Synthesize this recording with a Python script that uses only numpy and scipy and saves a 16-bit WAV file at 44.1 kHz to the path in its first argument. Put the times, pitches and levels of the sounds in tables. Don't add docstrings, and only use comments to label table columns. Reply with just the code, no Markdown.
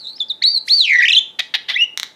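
import sys
import numpy as np
from scipy import signal
from scipy.fft import rfft, irfft
from scipy.io import wavfile
from scipy.ndimage import uniform_filter1d, minimum_filter1d

SR = 44100
rng = np.random.default_rng(int(sys.argv[2]) if len(sys.argv) > 2 else 0)


def generate_wav(signal):
    frames = np.transpose(np.atleast_2d(signal))
    scaled = np.clip(frames, -1, 1) * 32767
    pcm = np.round(scaled).astype(np.int16)
    wavfile.write(sys.argv[1], SR, pcm)


def to_linear_factor(level_db):
    exponent = np.asarray(level_db, float) / 20
    return 10 ** exponent


N = 94815

# start_s, pitch_hz, level_db
WHISTLE_NOTES = [
    [(0, 4500, -39.5), (.059, 3750, -32), (.1, 4074, -32), (.148, 4360, -43), (.17, 5300, -33.5),
     (.18, 5520, -59.5)],
    [(.188, 5400, -42.5), (.199, 4450, -35), (.206, 3570, -14.5), (.232, 3412, -20), (.238, 3400, -70)],
    [(.285, 5050, -39), (.295, 4310, -33), (.304, 3814, -15), (.318, 3520, -20), (.327, 3500, -39)],
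    [(.416, 1514, -51.5), (.423, 1998, -20), (.433, 2560, -34), (.44, 3850, -12), (.45, 3933, -8.5),
     (.465, 4350, -12.5), (.49, 4550, -14.5), (.525, 4700, -22.5), (.565, 4244, -12), (.582, 4020, -16.5),
     (.593, 3900, -45)],
    [(.676, 1618, -39.5), (.683, 2074, -22), (.691, 3230, -26.5), (.708, 4142, -8), (.742, 4574, -10.5),
     (.775, 4568, -14.5), (.817, 3827, -7.5), (.826, 3550, -17), (.87, 2560, -18), (.93, 2075, -10),
     (.965, 1951, -8.5), (.982, 1956, -20), (.994, 1947, 4), (1.002, 1850, -10), (1.012, 1680, -26),
     (1.03, 2063, -15.5), (1.09, 3092, -14), (1.145, 3506, -12.5), (1.188, 3403, -3.5), (1.197, 3180, -23)],
    [(1.7, 1000, -40), (1.728, 1545, -45.5), (1.75, 1760, -38.5), (1.764, 2030, -13.5), (1.78, 2580, -23),
     (1.8, 2739, -15.5), (1.828, 2887, -10), (1.846, 2924, -19.5), (1.868, 2750, -48)],
]
# overtone_boost_db, held_s
NOTE_STARTS = [(0, .01), (0, .01), (0, .01), (26, .013), (26, .011), (44, .055)]
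SECOND_PARTIAL_DB = [-28, -35, -35, -32, -33, -40]
NOTE_HISS_DB = [-46, -48, -51.5, -48, -35, -47.5]
NOTE_HISS_BAND = [3000, 6300]
# frequency_hz, level_db
WINDPIPE = [(3500, -2), (5600, 6), (7500, -1), (10500, -5), (13300, 6), (15500, -40)]
# start_s, end_s, rate_hz, depth_share, level_swing_db
PITCH_FLUTTERS = [(-.01, .148, 141, .055, 3.5), (0.833, 0.975, 122, 0.073, 3.5)]
# time_s, depth_share
WARBLE_CURVE = [(1.01, 0.023), (1.03, .24), (1.15, .19), (1.19, 0.025)]
# start_s, level_db, attack_s, hold_s, time_to_fall_60_db_s
HARSH_BURSTS = [(1.3875, -13.5, 0.0044, .013, 0.016), (1.539, -11.5, .001, 0.015, 0.033),
                (1.678, -18.5, 0.014, 0.012, 0.15), (0.18, -39.5, .001, 0.002, .02),
                (.96, -27, .03, .03, .03)]
# start_s, level_db, attack_s, hold_s, time_to_fall_60_db_s
BREATH_EVENT = (.64, -40, .045, .02, .15)
BREATH_BAND = [2600, 11000]
# frequency_hz, level_db
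THROAT_COLOUR = [(350, -40.5), (680, -19), (1300, -23), (1900, -3), (2700, -7.5), (3600, 1.5),
                 (5500, -20.5), (8000, -40), (12500, -36), (14500, -60)]
# start_s, peak_db
SNAP_EVENTS = [(1.9752, 2), (1.9985, -1), (2.0315, 0.5), (1.3945, -5)]
# frequency_hz, level_db
BILL_MODES = [(2200, -2), (3850, 9.5), (5600, 2), (12000, -14)]
# delay_s, level_db
WALL_ECHOES = [(.0056, -17), (.012, -22)]
YARD_BAND = [1000, 7000]
# frequency_hz, level_db (per Hz)
STREET_COLOUR = [(60, -10), (200, -1), (500, -2), (1500, -10.5), (4000, -19.5), (14000, -30)]
MIC_BAND = [70, 13900]

SETTLE_S, EDGE_S = 0.013, 0.00067
JITTER, SHIMMER_DB = 0.0048, 1.57
FLUTTER_ROUGH_DB = 2
WARBLE_S, WARBLE_PERIOD_S, WARBLE_RISE, WARBLE_SHARP = 1.027, 0.0315, 0.35, 1.5
WARBLE_OVER_DB, WARBLE_ROUGH_DB = 22, 15
STEP_DB, OVER_ROUGH_DB = -11, 4
OVER_DB_PER_OCT, HISS_DB_PER_OCT, OPEN_HZ = -8, 7, 4000
CHACK_HZ, CHACK_SCATTER = 909, 0.3
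CRACK_DB, BILL_CYCLES, BILL_LOW_HZ = -7, 16, 1200
YARD_DB, YARD_T60_S, YARD_RISE_S = -18.5, 0.32, 0.009
STREET_DB, HUM_HZ, HUM_DB = -55, 871, -60
CEILING, CLIP, LOOK_S, TOP_HZ = 0.75, 0.71, 0.002, 15500


def colour(x, points):
    p, size = np.array(points, float), 1024
    hz = np.maximum(np.arange(size + 1) * SR / 2 / size, 1)
    db = np.interp(np.log(hz), np.log(p[:, 0]), p[:, 1])
    cepstrum = irfft(np.log(to_linear_factor(db)))
    cepstrum[1:size] *= 2
    cepstrum[size + 1:] = 0
    response = irfft(np.exp(rfft(cepstrum)))
    return signal.fftconvolve(x, response)[:len(x)]


def unit(x):
    return x / np.sqrt(np.mean(x ** 2))


def ramp(x):
    return np.clip(x, 0, 1)


def fade(u, t60):
    return np.exp(-np.log(1000) * np.maximum(u, 0) / t60)


def walk(rate):
    k = max(int(SR / rate), 1)
    return unit(uniform_filter1d(uniform_filter1d(rng.standard_normal(N), k), k))


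def band_noise(edges):
    return unit(signal.lfilter(*signal.butter(2, edges, "band", fs=SR), rng.standard_normal(N)))


def flutter(t):
    bend, swing = JITTER * walk(500), SHIMMER_DB * walk(210)
    for start, end, hz, depth, db in PITCH_FLUTTERS:
        on = ramp(np.minimum(t - start, end - t) / 0.017)
        turn = 2 * np.pi * np.cumsum(hz * (1 + 0.25 * walk(87.2))) / SR
        bend = bend + on * depth * np.sin(turn)
        swing = swing + on * (db * np.cos(turn) + FLUTTER_ROUGH_DB * walk(130))
    return bend, swing


def warble(t):
    u = (t - WARBLE_S) / WARBLE_PERIOD_S % 1
    depth = np.interp(t, *np.array(WARBLE_CURVE).T, left=0)
    fall = 1 - WARBLE_RISE
    from_crest = np.where(u < fall, u / fall, (1 - u) / WARBLE_RISE)
    crest = np.cos(np.pi / 2 * from_crest).clip(0) ** (2 * WARBLE_SHARP)
    return depth * (2 * crest - 1), depth


def whistles(t):
    bend, swing = flutter(t)
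    warble_bend, depth = warble(t)
    bend = bend + warble_bend
    swing = swing + WARBLE_ROUGH_DB * depth * walk(250)
    hiss = band_noise(NOTE_HISS_BAND) * to_linear_factor(3 * walk(300))
    rough = [OVER_ROUGH_DB * walk(150) for _ in range(6)]
    out = 0
    for note, (boost_db, held), hiss_db, second_db in zip(
            WHISTLE_NOTES, NOTE_STARTS, NOTE_HISS_DB, SECOND_PARTIAL_DB):
        s, hz, db = np.array(note, float).T
        smooth = int(EDGE_S * SR)
        pitch = uniform_filter1d(np.interp(t, s, hz), smooth) * (1 + bend)
        level_db = uniform_filter1d(np.interp(t, s, db), smooth)
        phase = 2 * np.pi * np.cumsum(pitch) / SR
        octave = np.log2(pitch / OPEN_HZ)
        over_db = second_db + OVER_DB_PER_OCT * octave + WARBLE_OVER_DB * depth
        boost = boost_db * ramp(1 - (t - s[0] - held) / SETTLE_S)
        tone = np.sin(phase)
        for k, unsteady in enumerate(rough):
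            tract_db = np.interp((k + 2) * pitch, *np.array(WINDPIPE).T)
            partial_db = over_db + boost / (k + 1) ** 2 + STEP_DB * k + unsteady + tract_db
            tone = tone + to_linear_factor(partial_db) * np.sin((k + 2) * phase)
        breath = to_linear_factor(hiss_db + HISS_DB_PER_OCT * octave - level_db / 2) * hiss
        edge = ramp(1 + np.minimum(t - s[0], s[-1] - t) / EDGE_S)
        out = out + (np.sqrt(2) * tone + breath) * edge * to_linear_factor(level_db + swing)
    return out


def burst(t, start, db, rise, hold, t60):
    return to_linear_factor(db) * fade(t - start - rise - hold, t60) * ramp((t - start) / rise) ** 2


def harsh_bursts(t):
    chance = rng.standard_normal((N // 20, 2))
    gaps = SR / CHACK_HZ * np.exp(CHACK_SCATTER * chance[:, 0])
    at = np.cumsum(gaps).astype(int)
    pulses = 0.05 * rng.standard_normal(N)
    pulses[at[at < N]] += to_linear_factor(2.7 * chance[at < N, 1])
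    voice = unit(colour(pulses, THROAT_COLOUR))
    air = band_noise(BREATH_BAND)
    return voice * sum(burst(t, *b) for b in HARSH_BURSTS) + air * burst(t, *BREATH_EVENT)


def snaps(t):
    u, out = t[:SR // 20], np.zeros(N)
    high_pass = signal.butter(2, BILL_LOW_HZ, "high", fs=SR)
    for s, db in SNAP_EVENTS:
        noise = rng.standard_normal(len(u))
        hit = to_linear_factor(CRACK_DB) * fade(u, 0.005) * noise
        for k, (hz, mode_db) in enumerate(BILL_MODES):
            strength = to_linear_factor(mode_db + 2 * noise[-1 - k])
            hit = hit + strength * fade(u, BILL_CYCLES / hz) * np.sin(2 * np.pi * hz * u)
        hit = signal.lfilter(*high_pass, hit)
        start = int(s * SR)
        out[start:start + len(u)] += to_linear_factor(db) * hit / np.abs(hit).max()
    return out


def yard(x, t):
    u = t[:SR]
    tail = rng.standard_normal(SR) * fade(u, YARD_T60_S) * (1 - np.exp(-u / YARD_RISE_S))
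    tail = unit(signal.lfilter(*signal.butter(1, YARD_BAND, "band", fs=SR), tail))
    tail = to_linear_factor(YARD_DB) * tail / np.sqrt(SR)
    for s, db in WALL_ECHOES:
        tail[int(s * SR)] += to_linear_factor(db)
    return signal.fftconvolve(x, tail)[:N]


def street():
    hum_hz = HUM_HZ * (1 + 0.0025 * walk(4.2))
    hum = to_linear_factor(HUM_DB) * np.sin(2 * np.pi * np.cumsum(hum_hz) / SR)
    traffic = to_linear_factor(STREET_DB) * unit(colour(rng.standard_normal(N), STREET_COLOUR))
    return traffic + hum


def scene():
    t = np.arange(N) / SR
    bird = whistles(t) + harsh_bursts(t) + snaps(t)
    return (bird + yard(bird, t) + street())[None]


def roll_off(x):
    return signal.sosfilt(signal.butter(12, 16510, fs=SR, output="sos"), x)


def record(dry):
    heard = signal.sosfilt(signal.butter(2, MIC_BAND, "band", fs=SR, output="sos"), dry)
    k = int(LOOK_S * SR)
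    needed_gain = CEILING / np.maximum(np.abs(heard), CEILING)
    gain = uniform_filter1d(minimum_filter1d(needed_gain, 2 * k), k)
    clipped = np.clip(heard * gain, -CLIP, CLIP)
    mix = signal.lfilter(*signal.butter(6, TOP_HZ, fs=SR), clipped)
    return roll_off(mix)


dry = scene()
out = record(dry)
generate_wav(out)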